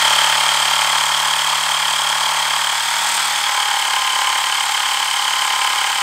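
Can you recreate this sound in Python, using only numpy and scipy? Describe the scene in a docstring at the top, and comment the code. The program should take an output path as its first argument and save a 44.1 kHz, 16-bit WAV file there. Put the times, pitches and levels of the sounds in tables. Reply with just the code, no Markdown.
"""A hand-held electric piston pump runs in a small room, its hose end held shut by a hand.
Each crank turn knocks the case, rattles the drive and puffs air; the gears whine and sag under compression.
Knocks ring case resonances, ticks and air are shaped noise, and whine, hum and motor are sines locked to the crank.
The pump settles a little after a loud start. Near 3 s the grip opens and closes again:
air escapes and the motor races briefly, then labours against a tighter seal."""
import sys
import numpy as np
from scipy import signal
from scipy.fft import rfft, irfft, next_fast_len
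from scipy.io import wavfile
from scipy.ndimage import map_coordinates

SR = 44100
rng = np.random.default_rng(int(sys.argv[2]) if len(sys.argv) > 2 else 0)


def transcribe(u):
    """Save the signal u as a 16-bit wav file named by the first command-line argument.

    u: samples, shape (n,) or (channels, n), limited to [-1, 1]; the rate is SR.
    q: integer samples, one column per channel.
    """
    v = np.clip(np.atleast_2d(u).T, -1, 1)
    q = np.round(v * 32767).astype(np.int16)
    wavfile.write(sys.argv[1], SR, q)


N = 265482  # length [samples]

GEAR_RATIO, TEETH = 7.4, 12  # motor turns per crank turn, teeth on the motor's pinion


def amp(db):
    """Decibels to gain."""
    return 10 ** (np.asarray(db) / 20)


def unit(x):
    """Scaled to rms 1."""
    return x / np.sqrt(np.mean(x ** 2) + 1e-20)


def curve(rows):
    """A (time, value) table as one value per sample."""
    times, values = np.transpose(rows)
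    return np.interp(np.arange(N) / SR, times, values)


def wobble(rate):
    """A smooth random curve, rate knots a second."""
    knots = rng.standard_normal(int(N * rate / SR) + 4)
    return map_coordinates(knots, [np.arange(N) * rate / SR])


def filtered(x, response):
    """x times a complex response of frequency."""
    size = 2 * next_fast_len(N // 2 + SR // 4)
    spectrum = rfft(x, size) * response(np.fft.rfftfreq(size, 1 / SR))
    return irfft(spectrum, size)[:N]


def coloured(x, points):
    """x through a causal filter with the given (frequency [Hz], level [dB]) outline, at rms 1."""
    f, db = np.transpose(points)

    def response(hz):
        outline = amp(np.interp(np.log(hz + 1), np.log(f), db))
        # folding the cepstrum gives the outline its minimum phase
        cepstrum = irfft(np.log(outline))
        return np.exp(rfft(2 * cepstrum[:len(cepstrum) // 2], len(cepstrum)) - cepstrum[0])
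    return unit(filtered(x, response))


def ringing(x, modes):
    """x through a set of resonances, at rms 1; neighbouring modes swing against each other."""
    def bank(f):
        total = 0
        for k, (centre, width, db) in enumerate(modes):
            damping = 1j * f * width
            total = total + (-1) ** k * amp(db) * damping / (centre ** 2 - f ** 2 + damping)
        return total
    # a small case radiates little below its modes
    radiation = [(250, -27.5), (550, -9.0), (780, -1.0), (1700, -2.5), (4000, -3.0)]
    return coloured(filtered(x, bank), radiation)


# crank speed: (time [s], speed [turns/s])
CRANK_SPEED = [(0.0, 36.344), (0.4, 36.498), (1.6, 36.763), (2.65, 36.689), (2.9, 37.774), (3.15, 38.132),
               (3.35, 37.936), (3.7, 36.013), (4.05, 35.579), (4.75, 35.793), (5.3, 35.642), (6.02, 35.332)]


def crank():
    """The crank's speed, and its running count of turns with a slight random unevenness."""
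    speed = curve(CRANK_SPEED)
    return speed, np.cumsum(speed) / SR + 0.0019 * wobble(14)


# the hose gap: moment it is widest, time to open, time to close [s]
WIDEST_S, OPEN_S, CLOSE_S = 3.13, 0.49, 0.5


def grip():
    """How far the hose is open (0-1), and how far the tighter second grip has taken over (0-1)."""
    t = np.arange(N) / SR - WIDEST_S
    progress = np.clip(t / np.where(t < 0, OPEN_S, CLOSE_S), -1, 1)
    return np.cos(np.pi / 2 * progress) ** 2, (1 + progress) / 2


# one crank turn, relative: (share of the turn [0-1], rattle [dB], gear whine [dB], air [dB])
CRANK_TURN = [(0, 1.5, -8, 7.5), (.09, -2, -11, 3.5), (.2, -2.5, -1.5, 2), (.4, -4, -26, 0),
              (.5, 0, -15, 3.5), (.56, -5, -13.5, 12.5), (.65, -2, -0.5, 11), (.74, -3, 2.5, -2.5),
              (.8, -1.5, 4.5, 0.5), (.86, 3.5, 1, 7), (.93, -1.5, 10, 12.5)]


def stroke(turns):
    """Strain on the drive, load on the gears and puff of air, repeating with each crank turn."""
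    share, *columns = np.transpose(CRANK_TURN)
    return [np.interp(turns % 1, share, column, period=1) for column in columns]


# relative force of the valve's knock, which the motor tone follows too: (time [s], level [dB])
KNOCK_FORCE = [(0, -21), (1.2, -22.5), (1.6, -24), (2.25, -21.5), (2.65, -23.5), (2.88, -28), (3.15, -22.5),
               (3.33, -26.5), (3.55, -21.5), (3.8, -22), (4.25, -20.5), (4.5, -23.5), (5.15, -24.5),
               (5.6, -20), (6.02, -22)]


def knock_level():
    """The blows get harder and softer over time."""
    return curve(KNOCK_FORCE)


# case and hose resonances in the first and second grip: (centre [Hz], width [Hz], relative level [dB])
FIRST_GRIP_MODES = [(579, 4.9, -8), (813.6, 23.5, -6), (877, 15.6, 3.5), (933, 42, -0.5), (994, 62, -4.5),
                    (1025.5, 14, -1), (1100, 26, -1.5), (1342, 17, -6.5), (1595, 51, -7)]
SECOND_GRIP_MODES = [(762, 69, -12), (834.5, 20.6, 1.5), (856, 25, -7.5), (902, 38.4, -0.5),
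                     (1031.3, 15.3, 3.5), (1110, 9, -24), (1280, 25, -7.5), (1410, 47, -14),
                     (1605, 34, -2.5), (2256, 85, -6.5)]
# outline of the dull thud: (frequency [Hz], level [dB per Hz])
THUD_OUTLINE = [(25, -32), (37, -12), (73, -11.5), (110, -34), (150, -13.5), (290, -14), (380, -2.5),
                (500, -2.5), (640, 6), (820, 0.5), (1100, 8.5), (1600, -2), (3000, -43.5)]


def knock(turns, leak, tight, level_db, thud_db, scatter_db, ring_db, rub_db):
    """The valve knocks once a turn and the piston rubs: a dull thud, and a case ring that shifts with the grip."""
    at = np.flatnonzero(np.diff(np.floor(turns)) > 0)
    blows = np.zeros(N)
    blows[at] = amp(scatter_db * rng.standard_normal(len(at)))
    force = unit(blows) + amp(rub_db) * rng.standard_normal(N)
    first_ring = np.sqrt(1 - tight) * ringing(force, FIRST_GRIP_MODES)
    second_ring = np.sqrt(tight) * ringing(force, SECOND_GRIP_MODES)
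    thud = amp(thud_db) * coloured(blows - blows.mean(), THUD_OUTLINE)
    # the ring is weaker while the hose leaks
    return amp(level_db) * (amp(ring_db - 4.4 * leak) * (first_ring + second_ring) + thud)


# outline of the drive's ticking: (frequency [Hz], level [dB per Hz])
RATTLE_OUTLINE = [(100, -37), (300, -28), (500, -23.5), (680, -11), (820, 1), (1100, 1.5), (1300, 0.5),
                  (1700, -1.5), (2050, -0.5), (2400, -1.5), (2780, -5.5), (3300, -1), (3700, -7),
                  (4600, -6), (6000, -13), (9000, -38.5)]


def rattle(turns, level_db, repeat_db, spiky_db):
    """Teeth and bearings tick; part of the ticking comes back alike on every turn."""
    count = SR // 36  # points in the repeating pattern, about one turn long
    wear = rng.standard_normal(count)
    alike = map_coordinates(wear, [turns % 1 * count], mode="grid-wrap")
    loose = unit(rng.standard_normal(N) * amp(spiky_db * wobble(1500)))
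    return coloured(amp(level_db) * (amp(repeat_db) * alike + loose), RATTLE_OUTLINE)


# gear whine harmonics: (multiple of the tooth rate, level [dB])
MESH_HARMONICS = [(1, 0), (2, -24), (3, -19)]


def whine(turns, load_db, leak, sag, sag_at, ripple, flutter):
    """The tooth rate rises on the free stroke and sags under compression; backlash blurs it, most off load."""
    angle = 2 * np.pi * (turns - sag_at)
    phase = 2 * np.pi * TEETH * GEAR_RATIO * turns
    phase = phase + sag * np.cos(angle) + ripple * np.cos(2 * angle)
    phase = phase + flutter * wobble(35) + (0.33 + 1.75 * leak) * wobble(350)
    tone = sum(amp(db) * np.sin(multiple * phase) for multiple, db in MESH_HARMONICS)
    even_db = -0.5  # slack gears chatter more evenly round the turn
    swell_db = load_db + 0.71 * leak * (even_db - load_db)
    return unit(tone * amp(swell_db + 2.4 * wobble(250)))


# outline of the valve air: (frequency [Hz], level [dB per Hz])
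AIR_OUTLINE = [(1500, -31), (4000, -10), (5200, 0), (5750, -9.5), (6400, 1), (6850, -3), (7500, 1.5),
               (8300, 1), (8850, -2.5), (9400, -3.5), (10050, -14.5), (12200, -14), (12900, -10),
               (13500, -13), (15600, -20)]


def air(puff_db, spiky_db):
    """Air spits through the valves on every stroke: noise swelling with the puffs."""
    spit = rng.standard_normal(N) * amp(0.55 * puff_db + spiky_db * wobble(1200))
    return coloured(spit, AIR_OUTLINE)


# spurts: level [dB], spread around the widest gap [s], centre and spread within the turn [turns]
JET_DB, JET_S, JET_AT, JET_SHARE = -20, 0.083, 0.72, 0.17


def jet(turns):
    """While the gap is widest, each compression spurts a hiss from the hose."""
    from_peak = (turns - JET_AT + .5) % 1 - .5
    from_widest = np.arange(N) / SR - WIDEST_S
    spurts = np.exp(-(from_peak / JET_SHARE) ** 2 - (from_widest / JET_S) ** 2)
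    outline = [(3000, -29), (6500, -6), (7600, 2), (8700, 4), (9800, -7), (11500, -18), (15000, -15)]
    hiss = coloured(rng.standard_normal(N), outline)
    return amp(JET_DB) * spurts * hiss


# hollow of the hand: resonance shut and wide open [Hz], harmonic level at resonance when wide open [dB]
SHUT_HZ, WIDE_HZ, HOLLOW_DB = 105, 188, -51


def cupped_hand(turns, speed, leak, sharpness):
    """Air pulses blow through the hollow hand; its resonance rises as it opens, favouring near harmonics."""
    hollow_hz = SHUT_HZ + (WIDE_HZ - SHUT_HZ) * leak
    pulses = 0
    for k in range(2, 9):
        gain = 1 / (1 + (sharpness * np.log(k * speed / hollow_hz)) ** 2)
        pulses = pulses + gain * np.sin(2 * np.pi * k * turns + k * k)
    return amp(HOLLOW_DB) * np.sqrt(leak) * pulses


# shake of the case: (multiple of the crank speed, first grip [relative dB], second grip [relative dB])
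CASE_SHAKE = [(2, -16, -7), (4, 2, 1.5), (5, -17, 0), (6, -4, -2.5), (7, -30, -8.5)]


def hum(turns, tight, first_db, second_db):
    """The unbalanced drive shakes the case at low multiples of the crank speed; the grip sets their balance."""
    shake = 0
    for k, first, second in CASE_SHAKE:
        level_db = (1 - tight) * (first_db + first) + tight * (second_db + second)
        shake = shake + amp(level_db) * np.sin(2 * np.pi * round(k) * turns + k * k)
    return shake


def motor(turns, level_db):
    """The armature sings a faint thin tone at four times its own speed."""
    phase = 2 * np.pi * 4 * GEAR_RATIO * turns
    return amp(level_db + 4.4 * wobble(5.5)) * np.sin(phase)


def room(x, t60, wet_db):
    """Desk and walls add a short diffuse tail."""
    t = np.arange(SR // 3) / SR
    tail = rng.standard_normal(len(t)) * amp(-60 * t / t60) * (t > .003)
    return x + amp(wet_db) * signal.fftconvolve(x, tail / np.linalg.norm(tail))[:N]


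# outline of the room rumble: (frequency [Hz], level [dB per Hz])
RUMBLE_OUTLINE = [(20, -12), (60, 4), (150, -8), (400, -19), (2000, -27)]


def room_rumble(level_db):
    """A steady low noise lies under the pump."""
    return amp(level_db) * coloured(rng.standard_normal(N), RUMBLE_OUTLINE)


# the louder start: basic excess level [dB], time constant [s]; each layer takes its own share
SETTLE_DB, SETTLE_S = 4, 0.98
# base levels [dB] of the drive's rattle, the gear whine and the valve air
RATTLE_DB, WHINE_DB, AIR_DB = -21.5, -24.5, -27
# hum reference: level at the start [dB], its fade [dB/s], level under the tighter grip [dB]
HUM_DB, HUM_FADE_DB_PER_S, HUM_TIGHT_DB = -45.5, 1.5, -58.5


def scene():
    """One crank drives every sound of the pump; the grip sets its load; rumble lies beneath."""
    t = np.arange(N) / SR
    speed, turns = crank()
    leak, tight = grip()
    slack = np.sqrt(leak)  # the pressure drops as soon as the gap starts to open
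    early_db = SETTLE_DB * np.exp(-t / SETTLE_S)
    strain_db, load_db, puff_db = stroke(turns)
    knock_db = knock_level()

    lead = 0.07 - 0.023 * tight  # [turns]; the valve opens later against the tighter seal
    thud_db = -17.5 + 1.6 * early_db + 0.93 * tight
    valve = knock(turns + lead, leak, tight, knock_db + 3, thud_db, scatter_db=1, ring_db=-4.5, rub_db=-12.5)

    drive = rattle(turns, strain_db * (1 - 0.55 * leak), repeat_db=-3.5, spiky_db=2)
    drive = amp(RATTLE_DB + 1.22 * early_db + 0.49 * leak) * drive

    gears = whine(turns, load_db, slack, sag=2.38, sag_at=0.729, ripple=0.81, flutter=0.43)
    gears = amp(WHINE_DB + 1.2 * early_db - 2.8 * slack) * gears

    breeze = amp(AIR_DB + early_db + 1.6 * leak) * air(puff_db, spiky_db=1.5) + jet(turns)

    shake = amp(-14 * slack) * hum(turns, tight, HUM_DB - HUM_FADE_DB_PER_S * t, HUM_TIGHT_DB)
    shake = shake + cupped_hand(turns, speed, leak, sharpness=3.8)

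    hiss_and_whine = room(drive + gears + breeze, t60=0.16, wet_db=-12.0)
    thump = room(valve + motor(turns, knock_db - 18.5), t60=0.13, wet_db=-11.5)
    return (hiss_and_whine + thump + shake + room_rumble(-66))[None]


def record(dry):
    """Nothing is kept from 15.7 kHz up."""
    return filtered(dry[0], lambda hz: hz < 15700)[None]


dry = scene()
out = record(dry)
transcribe(out)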